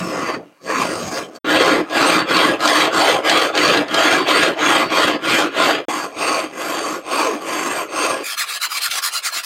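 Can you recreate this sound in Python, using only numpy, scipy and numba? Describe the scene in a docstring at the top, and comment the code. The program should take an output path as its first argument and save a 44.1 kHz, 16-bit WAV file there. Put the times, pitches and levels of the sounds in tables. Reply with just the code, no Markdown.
"""A small, crowded workshop; one microphone close to the bench, where a steel file sharpens a clamped axe.
A few light passes come first, then heavy strokes from 1.4 s, slow pushes and pulls along the edge from
5.9 s, and quick short strokes on the thin edge itself from 8.2 s. The teeth catch in a ragged stream
that follows the hand's speed, shaking axe and bench and making the file ring; now and then it sings,
snags or zips."""
import sys
import numpy as np
from scipy import signal
from scipy.fft import rfft, irfft, next_fast_len
from scipy.io import wavfile
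from scipy.ndimage import uniform_filter1d, map_coordinates
from numba import njit

SR = 44100
rng = np.random.default_rng(int(sys.argv[2]) if len(sys.argv) > 2 else 0)


def master_out(mix):
    """Clip the mix to full scale and print it as 16-bit PCM to the path in sys.argv[1]."""
    frames = np.transpose(np.atleast_2d(mix))
    ceiling = np.clip(frames, -1, 1)
    pcm = np.round(ceiling * 32767).astype(np.int16)
    wavfile.write(sys.argv[1], SR, pcm)


N = 416744

# Level curves of three light passes. Rasp is the middle band; body (low) and hiss (high) are set
# relative to it: time_s, rasp_db, body_db, hiss_db
LIGHT_PASSES = [
    [(0.0, -27.5, 1, -2.5), (0.02, -27, 3, -14), (0.044, -31, 6.5, -4.5), (0.266, -23, -3, -14),
     (0.35, -25.5, -1, -15.5), (0.392, -50.5, 19.5, -14), (0.534, -58.5, 1, -15), (0.6, -58, -7, -13)],
    [(0.6, -55, -9, -15), (0.638, -48, 14, 1), (0.704, -20.5, -3.5, -13.5), (0.83, -18.5, -6, -10.5),
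     (0.86, -26, 2.5, -8), (1.098, -34, 5, 0.5), (1.184, -24.5, -2, -7), (1.3, -51, 14, -6)],
    [(1.3, -53, 14, -12), (1.328, -46, 5, -10), (1.366, -44, 8, 4.5), (1.385, -49.5, 5, -15)],
]
# Runs of strokes, each lasting until the next; lean is the level gained along the stroke:
# start_s, turn_rasp_db, speed_up_s, slow_down_s, running_rasp_db, lean_db, body_db, hiss_db
HEAVY_STROKES = [(1.445, -26.0, 0.036, 0.066, -15.5, 1.0, -1.0, -9.5),
                 (1.864, -39.5, 0.058, 0.031, -15.0, -1.5, -4, -8.5),
                 (2.257, -31.0, 0.034, 0.069, -14.0, 4.0, -5, -8.5),
                 (2.587, -33.0, 0.024, 0.036, -15, 2.0, -6.5, -7),
                 (2.908, -27.0, 0.025, 0.06, -14.5, 4.5, -5, -7.5),
                 (3.224, -31.5, 0.03, 0.034, -15.5, -5.0, -5, -8),
                 (3.523, -31.0, 0.031, 0.061, -15.0, 2, -3.5, -8.5),
                 (3.869, -34.5, 0.057, 0.049, -14.5, -0.5, -5.5, -9),
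                 (4.253, -26.5, 0.021, 0.051, -14.5, 1.5, -5.5, -8),
                 (4.55, -33.5, 0.053, 0.039, -14.0, -4, -6.5, -10.5),
                 (4.884, -30.0, 0.036, 0.075, -15.0, 0.5, -5.0, -7.5),
                 (5.208, -35.5, 0.036, 0.055, -15.5, 4.0, -6, -8),
                 (5.514, -35, 0.055, 0.06, -15, -10.0, -5.5, -9.5)]
SLOW_STROKES = [(5.884, -23, 0.025, 0.063, -22.5, 1.5, -5.5, -8.5),
                (6.12, -42.5, 0.067, 0.081, -18.5, -1.0, -5.5, -7),
                (6.517, -41.5, 0.059, 0.045, -25.0, 0.0, -1.5, -7),
                (7.023, -44.5, 0.068, 0.089, -17.5, 0, -5.5, -8),
                (7.401, -36.0, 0.067, 0.037, -23.5, -2.0, -3, -7),
                (7.877, -39.5, 0.069, 0.095, -18.0, -0.5, -5.5, -4.5)]
QUICK_STROKES = [(8.232, -35, 0.016, 0.01, -27.5, -2, -21, -0.5),
                 (8.362, -41.5, 0.012, 0.021, -21.5, 1.5, -27, 0),
                 (8.463, -38.5, 0.015, 0.013, -27, 0.0, -18.5, -1),
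                 (8.596, -44.5, 0.013, 0.018, -22.5, 4, -29.5, 2),
                 (8.686, -39.0, 0.017, 0.013, -25.5, 7.5, -20, -0.5),
                 (8.804, -33.5, 0.015, 0.018, -22.5, -3.5, -32.5, 2.5),
                 (8.896, -33.5, 0.009, 0.012, -24.5, 7.5, -15.5, 0),
                 (9.013, -40, 0.013, 0.013, -23.5, -7.5, -25, 3),
                 (9.108, -36.5, 0.015, 0.022, -25.0, 12.5, -17, 4.0),
                 (9.217, -44.5, 0.018, 0.015, -23.5, -4, -23, 3),
                 (9.311, -37, 0.014, 0.021, -25, 12.5, -14, 1.5),
                 (9.425, -41.0, 0.0091, 0.015, -31, 0.5, -27, 4)]
# Where each run comes to rest: time_s, rasp_db
HEAVY_REST, SLOW_REST, QUICK_REST = (5.85, -43), (8.235, -33), (9.5, -40)
# Colour of the contact for each way of filing: frequency_hz, level_db
LIGHT_COLOUR = [(40, -30), (150, -10.5), (311, -5.5), (800, -7), (1110, -2.5), (1790, -10.5), (2700, -12),
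                (4100, -25.5), (6000, -27.5), (9000, -37), (10800, -46), (14300, -46), (15800, -52)]
HEAVY_COLOUR = [(24, -79), (40, -28.5), (171, -8.5), (209, -11), (303, 0.5), (390, -0.5), (659, -3.5),
                (912, -7.5), (1110, -7.5), (3270, -13.5), (5670, -33.5), (8670, -38), (10600, -48.5),
                (14300, -47), (15800, -66)]
SLOW_PUSH_COLOUR = [(24, -73), (40, -30), (209, -16), (303, -4), (959, -5.5), (1090, -2), (1790, -13.5),
                    (2540, -7), (3270, -17), (6420, -22), (6920, -29.5), (8670, -22.5), (9340, -32),
                    (15800, -44)]
SLOW_PULL_COLOUR = [(24, -71), (40, -44), (353, -8.5), (453, -13), (868, -8.5), (1090, -0.5), (1330, -7),
                    (3030, -11.5), (4200, -19), (7650, -17), (10300, -29.5), (12300, -28.5), (15800, -46)]
QUICK_COLOUR = [(59, -93), (100, -58), (886, -16), (965, -13.5), (1120, -3), (1410, -2), (1540, -9.5),
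                (1710, -5.5), (2960, -5), (4250, -5.5), (9910, -10), (15800, -18)]
# Resonances and one hollow of the clamped axe and the bench: pitch_hz, width_hz, lift_db
AXE_MODES = [(179.5, 9.1, 9.5), (205, 45, -3.5), (310.4, 32, 8), (447, 10.5, 7), (526, 16, 4.5),
             (542.5, 28, 3), (650, 75, 5.5), (825, 19, 6), (1035, 14, 10), (1097, 26, 5.5), (1148, 25, 9.5),
             (1265, 36, 8.5), (1419, 49, 7.5), (1650, 23, 10.5), (1750, 12, 7), (2030, 59, 5.5),
             (2385, 59, 6.5), (3170, 260, 2.5)]
# Resonances of the thin edge: pitch_hz, width_hz, lift_db
EDGE_MODES = [(670, 29, 7.5), (1180, 160, 1), (1390, 130, 4.5), (1660, 80, 5), (2360, 380, 3),
              (4190, 240, 8), (4860, 120, 9.5), (7650, 250, 2), (9400, 540, 3.5)]
# Bending modes of the file, touched near its tip; rise is the climb in pitch towards the handle:
# pitch_hz, width_hz, strength_db, rise_share
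FILE_MODES = [(2575, 116, -6, 0.066), (4530, 44, 11.5, 0.197), (6500, 103, 10, 0.02),
              (7460, 82, 5.5, 0.051), (8600, 95, 12, 0.083), (11160, 81, 3, .03), (12500, 220, 9.5, 0.03),
              (13800, 80, 5, .012)]
# Friction feeds one mode of the file: peak_s, half_length_s, pitch_hz, width_hz, level_db
SINGING_NOTES = [(0.298, .06, 4640, 90, -37.5), (.75, .08, 4525, 11, -38), (0.915, .1, 4700, 110, -38),
                 (1.163, 0.027, 4780, 150, -31), (1.245, 0.02, 3170, 110, -39),
                 (2.084, 0.021, 8580, 73, -25.5), (3.646, 0.036, 4530, 39, -26),
                 (4.225, 0.053, 4545, 8, -34), (4.86, .055, 4505, 9, -34), (5.027, 0.027, 8480, 50, -41),
                 (5.13, 0.044, 4570, 12, -39), (6.023, 0.038, 4610, 95, -35), (6.219, .035, 4900, 150, -36),
                 (6.265, 0.055, 2680, 110, -28), (6.95, 0.035, 4580, 79, -44),
                 (7.185, 0.05, 4600, 110, -37), (7.783, 0.045, 4620, 40, -37)]
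# The teeth zip or groan: peak_s, half_length_s, pitch_hz, fall_octaves_per_half_length, level_db
TOOTH_ZIPS = [(4.497, .02, 330, 0.12, -23), (7.21, 0.028, 870, 0.13, -21), (7.287, 0.019, 453, .12, -19),
              (7.347, 0.021, 326, .05, -21.5), (7.672, .022, 1100, .03, -22),
              (7.795, .028, 1070, 0.072, -24.5), (8.417, 0.026, 1770, 0.68, -25),
              (8.647, 0.023, 1670, 0.78, -25), (8.854, .025, 1900, 0.32, -27),
              (9.276, 0.023, 1860, 0.3, -31)]
# A tooth snags on a burr, or the file clacks down: start_s, relative_level_db, clack_over_crack_db
BURR_SNAGS = [(1.898, -23, -6), (2.3674, -4.5, -2), (2.605, -14, -2), (2.6757, -1, -7), (3.012, -6, -9),
              (3.2956, 1.5, -12), (3.552, -10, -8), (3.5753, -5, -5), (3.678, -6, 2), (3.772, -8.5, 1.5),
              (3.8821, -19.5, -2), (3.9422, -2, -7.5), (4.2817, -12, -1), (4.5356, -32, 2.5),
              (8.912, -7.5, -12), (9.1424, -26, -14)]
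# Brief silent cuts between runs of strokes: start_s, end_s
SILENCES = [(1.387, 1.445), (5.853, 5.884)]


def amp(db):
    """Decibels to gain."""
    return 10 ** (np.asarray(db) / 20)


def unit(x):
    """x at rms 1."""
    return x / np.sqrt(np.mean(x ** 2) + 1e-20)


def steady(x, size=3000):
    """x with its running rms held at 1."""
    return x / np.sqrt(np.abs(uniform_filter1d(x ** 2, size)) + 1e-20)


def below(hz, edge_hz, order=8):
    """Gain of a smooth low-pass."""
    return 1 / (1 + (hz / edge_hz) ** order)


def filtered(x, response):
    """x through a filter whose gain is response(hz)."""
    size = next_fast_len(len(x) + 8192)
    return irfft(rfft(x, size) * response(np.fft.rfftfreq(size, 1 / SR)), size)[:len(x)]


def noise(count, response):
    """Noise at rms 1, coloured by response(hz)."""
    return unit(filtered(rng.standard_normal(count), response))


def wobble(count, rate_hz):
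    """A smooth random curve with rate_hz knots a second."""
    knots = rng.standard_normal(int(count * rate_hz / SR) + 4)
    return map_coordinates(knots, [np.arange(count) * rate_hz / SR])


@njit
def resonate(x, pitch_hz, width_hz):
    """A resonance of peak gain 1 whose pitch and width may move."""
    step, damping = 2 * np.pi * pitch_hz / SR, np.pi * width_hz / SR
    out, state = np.zeros(len(x)), 0j
    for i in range(len(x)):
        state = state * np.exp(-damping[i] + 1j * step[i]) + damping[i] * x[i]
        out[i] = 2 * state.real
    return out


def room_hiss(level_db=-66, low_hz=500, high_hz=5000):
    """Room tone: a faint, even hiss under everything."""
    hiss = noise(N, lambda hz: (1 - below(hz, low_hz, order=2)) * below(hz, high_hz, order=1))
    return amp(level_db) * hiss


def workshop(direct, t60_s=0.28, tail_db=-22):
    """Close to the bench, the small, crowded room answers briefly and faintly."""
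    t = np.arange(SR // 4) / SR
    tail = noise(len(t), lambda hz: below(hz, 4900, order=2)) * amp(-60 * t / t60_s)
    return direct + amp(tail_db) * signal.fftconvolve(direct, tail / np.linalg.norm(tail))[:N]


def friction_note(peak_s, half_s, pitch_hz, width_hz, fall_octaves=0):
    """A narrow band of friction noise that swells to rms 1, may fall in pitch, and fades."""
    offset = (np.arange(N) / SR - peak_s) / half_s
    near = np.abs(offset) < 3
    glide_hz = pitch_hz * 2 ** (-fall_octaves * offset[near])
    band = resonate(rng.standard_normal(len(glide_hz)), glide_hz, np.full_like(glide_hz, width_hz))
    out = np.zeros(N)
    out[near] = steady(band, size=1200) * np.exp(-offset[near] ** 2)
    return out


def file_singing():
    """Friction feeds one mode of the file, and it sings a brief steady note."""
    return sum(amp(level_db) * friction_note(peak_s, half_s, pitch_hz, width_hz)
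               for peak_s, half_s, pitch_hz, width_hz, level_db in SINGING_NOTES)


def tooth_zips(width_share=0.058):
    """The tooth rate stands out as a rough note that falls as the hand slows."""
    out = np.zeros(N)
    for peak_s, half_s, pitch_hz, fall_octaves, level_db in TOOTH_ZIPS:
        note = friction_note(peak_s, half_s, pitch_hz, width_share * pitch_hz, fall_octaves)
        out += amp(level_db) * filtered(note, lambda hz: 1 - below(hz, pitch_hz / 2))
    return out


def burr_snags(clack_hz=4150, width_hz=450, crack_t60_s=0.033, clack_t60_s=0.046, trim_db=-8):
    """A tooth catches on a burr or the file drops: a sharp crack and a short steel clack."""
    out, t = np.zeros(N + SR), np.arange(SR // 10) / SR
    for start_s, level_db, clack_db in BURR_SNAGS:
        clack = noise(len(t), lambda hz: 1 / (1 + (2 * (hz - clack_hz) / width_hz) ** 2))
        crack = noise(len(t),
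                      lambda hz: below(hz, 5500, order=4) * below(hz, 13000) * (1 - below(hz, 1400)))
        hit = amp(clack_db - 60 * t / clack_t60_s) * clack + amp(-60 * t / crack_t60_s) * crack
        hit *= 1 - np.exp(-t / 0.00033)  # the tooth loads before it breaks free
        out[round(start_s * SR):][:len(t)] += amp(level_db + trim_db) * hit
    return filtered(out[:N], lambda hz: 1 - below(hz, 600, order=4))


def axe_response(colour, modes, size=4096):
    """The workpiece's answer to one tooth: a broad colour with resonant peaks."""
    hz = np.fft.rfftfreq(size, 1 / SR)
    colour_hz, colour_db = np.transpose(colour)
    broad_db = np.interp(np.log(hz + 1), np.log(colour_hz), colour_db)
    peaks_db = sum(lift / (1 + (2 * (hz - pitch) / width) ** 2) for pitch, width, lift in modes)
    # Minimum phase: nothing sounds before the bite.
    cepstrum = irfft(np.log(amp(broad_db + peaks_db) + 1e-6))
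    cepstrum[1:size // 2] *= 2
    cepstrum[size // 2 + 1:] = 0
    return irfft(np.exp(rfft(cepstrum)))


def shimmer(x, depth_db, size=1024):
    """The moving contact favours some of the steel's many small resonances and misses others."""
    frames = dict(nperseg=size, noverlap=size * 3 // 4)
    spectra = signal.stft(np.pad(x, (0, size)), **frames)[2]
    patches = rng.standard_normal(spectra.shape)
    for _ in range(2):
        patches = uniform_filter1d(uniform_filter1d(patches, size=5, axis=0), size=8, axis=1)
    return signal.istft(spectra * amp(depth_db * unit(patches)), **frames)[1][:len(x)]


def file_ring(drive, place, swell_db=4, arch_depth=0.38, arches=1.28):
    """The file's modes swell, waver and climb as the contact moves from tip (place 0) to handle (1)."""
    climb = place ** 3
    # All but the two lowest modes also arch as the contact crosses the places that bend most.
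    arched = climb + arch_depth * (np.sin(np.pi * arches * place) ** 2 - .5)
    hand_damping = 1 + place ** 2  # grows as the hand nears the contact
    count, ring = len(drive), 0
    for k, (pitch_hz, width_hz, strength_db, rise) in enumerate(FILE_MODES):
        waver = .006 * wobble(count, 12)
        glide_hz = pitch_hz * (1 + rise * (arched if k > 1 else climb) + waver)
        mode = resonate(drive, glide_hz, width_hz * hand_damping)
        ring += amp(strength_db + swell_db * wobble(count, 10.7)) * mode
    return ring


def teeth(speed, tooth_hz, scatter=.25, spread_db=3, grit_db=3):
    """Teeth bite at tooth_hz times speed, early or late and unevenly deep; swarf grinds in between."""
    count = len(speed)
    per_sample = tooth_hz * speed / SR
    due = np.flatnonzero(np.diff(np.floor(np.cumsum(per_sample))))
    late, depth = rng.standard_normal((len(due), 2)).T
    when = np.clip(due + scatter * late / per_sample[due], 0, count - 1).astype(int)
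    strength = amp(spread_db * np.clip(depth, -2, 2)) / np.sqrt(speed[due])
    bites = np.bincount(when, strength, count)
    return unit(bites - bites.mean()) + amp(grit_db) * rng.standard_normal(count)


def hand_motion(strokes, rest, turn_body_db, turn_hiss_db, body_stretch, hiss_stretch, ease=1.5):
    """Level curves, laid out as LIGHT_PASSES: the hand speeds up, leans in or eases off, and slows."""
    curves, ends = [], [row[:2] for row in strokes[1:]] + [rest]
    for row, (end_s, end_db) in zip(strokes, ends):
        start_s, start_db, speed_up_s, slow_down_s, rasp_db, lean_db, body_db, hiss_db = row
        t = np.linspace(start_s, end_s, 80)
        running_db = rasp_db + lean_db * ((t - start_s) / (end_s - start_s) - .5)

        def glide(band_db, turn_db, stretch):
            """One band glides from turn to running level and back; stretch scales its fade time."""
            starting = np.exp(-np.abs((t - start_s) / speed_up_s) ** ease)  # ease: 1 sharp, 2 rounded
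            stopping = np.exp(-np.abs((end_s - t) / (slow_down_s * stretch)) ** ease)
            middle = (running_db + band_db) * (1 - starting - stopping)
            return middle + (start_db + turn_db) * starting + (end_db + turn_db) * stopping

        rasp = glide(0, 0, 1)
        body = glide(body_db, turn_body_db, body_stretch)
        hiss = glide(hiss_db, turn_hiss_db, hiss_stretch)
        curves.append(np.column_stack([t, rasp, body - rasp, hiss - rasp]))
    return curves


def stroke(t, curve, response, place, tooth_hz, ring_db, shimmer_db):
    """One pass of the file: the faster it runs, the louder the rasp and the closer the bites."""
    time_s, rasp_db, body_db, hiss_db = np.transpose(curve)
    count = len(t)
    speed = amp(.75 * (np.interp(t, time_s, rasp_db) + 19))  # 1 where rasp_db is -19
    speed = np.maximum(speed, .12) * np.exp(.05 * wobble(count, 25))
    force = teeth(speed, tooth_hz)
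    force *= amp(1.2 * wobble(count, 260.8) + 1.04 * wobble(count, 43.5))  # the file judders
    force = np.pad(force, (len(response) - 1, 0), "wrap")  # the workpiece starts out already ringing
    axe = signal.fftconvolve(force, response, "valid")
    steel = shimmer(axe, shimmer_db) + amp(ring_db) * file_ring(axe, place)
    body = filtered(steel, lambda hz: below(hz, 700))
    hiss = filtered(steel, lambda hz: 1 - below(hz, 4000))
    bands = [(body, rasp_db + body_db), (steel - body - hiss, rasp_db), (hiss, rasp_db + hiss_db)]
    return sum(steady(band) * amp(np.interp(t, time_s, db)) for band, db in bands)


def filing(curves, colours, modes, push_first, reach, trim_db, overhang_s=.003, **contact):
    """Pushes and pulls in turn over a share (reach) of the file; colours is [both] or [pull, push]."""
    out = np.zeros(N)
    responses = [axe_response(colour, modes) for colour in colours]
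    for k, curve in enumerate(curves):
        push = (k % 2 == 0) == push_first
        start_s, end_s = curve[0][0] - overhang_s, curve[-1][0] + overhang_s
        span = np.arange(max(int(start_s * SR), 0), min(int(end_s * SR), N))
        t = span / SR
        travel = (1 - np.cos(np.pi * (t - start_s) / (end_s - start_s))) / 2
        place = reach * (travel if push else 1 - travel)
        crossfade = np.sqrt(np.clip(np.minimum(t - start_s, end_s - t) / (2 * overhang_s), 0, 1))
        out[span] += crossfade * stroke(t, curve, responses[-1 if push else 0], place, **contact)
    return amp(trim_db) * out


def scene():
    """Four runs of filing, close up and in mono, over the workshop's room tone."""
    heavy_curves = hand_motion(HEAVY_STROKES, HEAVY_REST, turn_body_db=-0.4, turn_hiss_db=-17.0,
                               body_stretch=0.44, hiss_stretch=1.11)
    slow_curves = hand_motion(SLOW_STROKES, SLOW_REST, turn_body_db=2.5, turn_hiss_db=-10.5,
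                              body_stretch=0.64, hiss_stretch=1.15)
    quick_curves = hand_motion(QUICK_STROKES, QUICK_REST, turn_body_db=-12.5, turn_hiss_db=-6.5,
                               body_stretch=1.3, hiss_stretch=1.16)
    light = filing(LIGHT_PASSES, [LIGHT_COLOUR], AXE_MODES, push_first=False,
                   reach=1.0, trim_db=-0.5, tooth_hz=1096.5, ring_db=-1, shimmer_db=3.5)
    heavy = filing(heavy_curves, [HEAVY_COLOUR], AXE_MODES, push_first=True,
                   reach=0.82, trim_db=-0.64, tooth_hz=903.2, ring_db=-3, shimmer_db=3.5)
    slow = filing(slow_curves, [SLOW_PULL_COLOUR, SLOW_PUSH_COLOUR], AXE_MODES, push_first=False,
                  reach=0.62, trim_db=-0.7, tooth_hz=1104, ring_db=2.5, shimmer_db=3.0)
    quick = filing(quick_curves, [QUICK_COLOUR], EDGE_MODES, push_first=False,
                   reach=0.3, trim_db=-0.4, tooth_hz=2396, ring_db=-26, shimmer_db=4.5)
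    bench = light + heavy + slow + quick + tooth_zips() + burr_snags() + file_singing()
    return (workshop(bench) + room_hiss())[None]


def record(dry):
    """Two brief silent cuts separate runs of filing; peaks are rounded, deep bass and top treble go."""
    ceiling, low_hz, top_hz = .92, 40, 15850
    t = np.arange(N) / SR
    silent = sum((t > start_s) & (t < end_s) for start_s, end_s in SILENCES)
    gate = uniform_filter1d(1. - silent, size=128)
    rounded = dry / (1 + np.abs(dry / ceiling) ** 8) ** (1 / 8)
    return np.array([filtered(channel, lambda hz: (1 - below(hz, low_hz, order=2)) * (hz < top_hz))
                     for channel in gate * rounded])


dry = scene()
out = record(dry)
master_out(out)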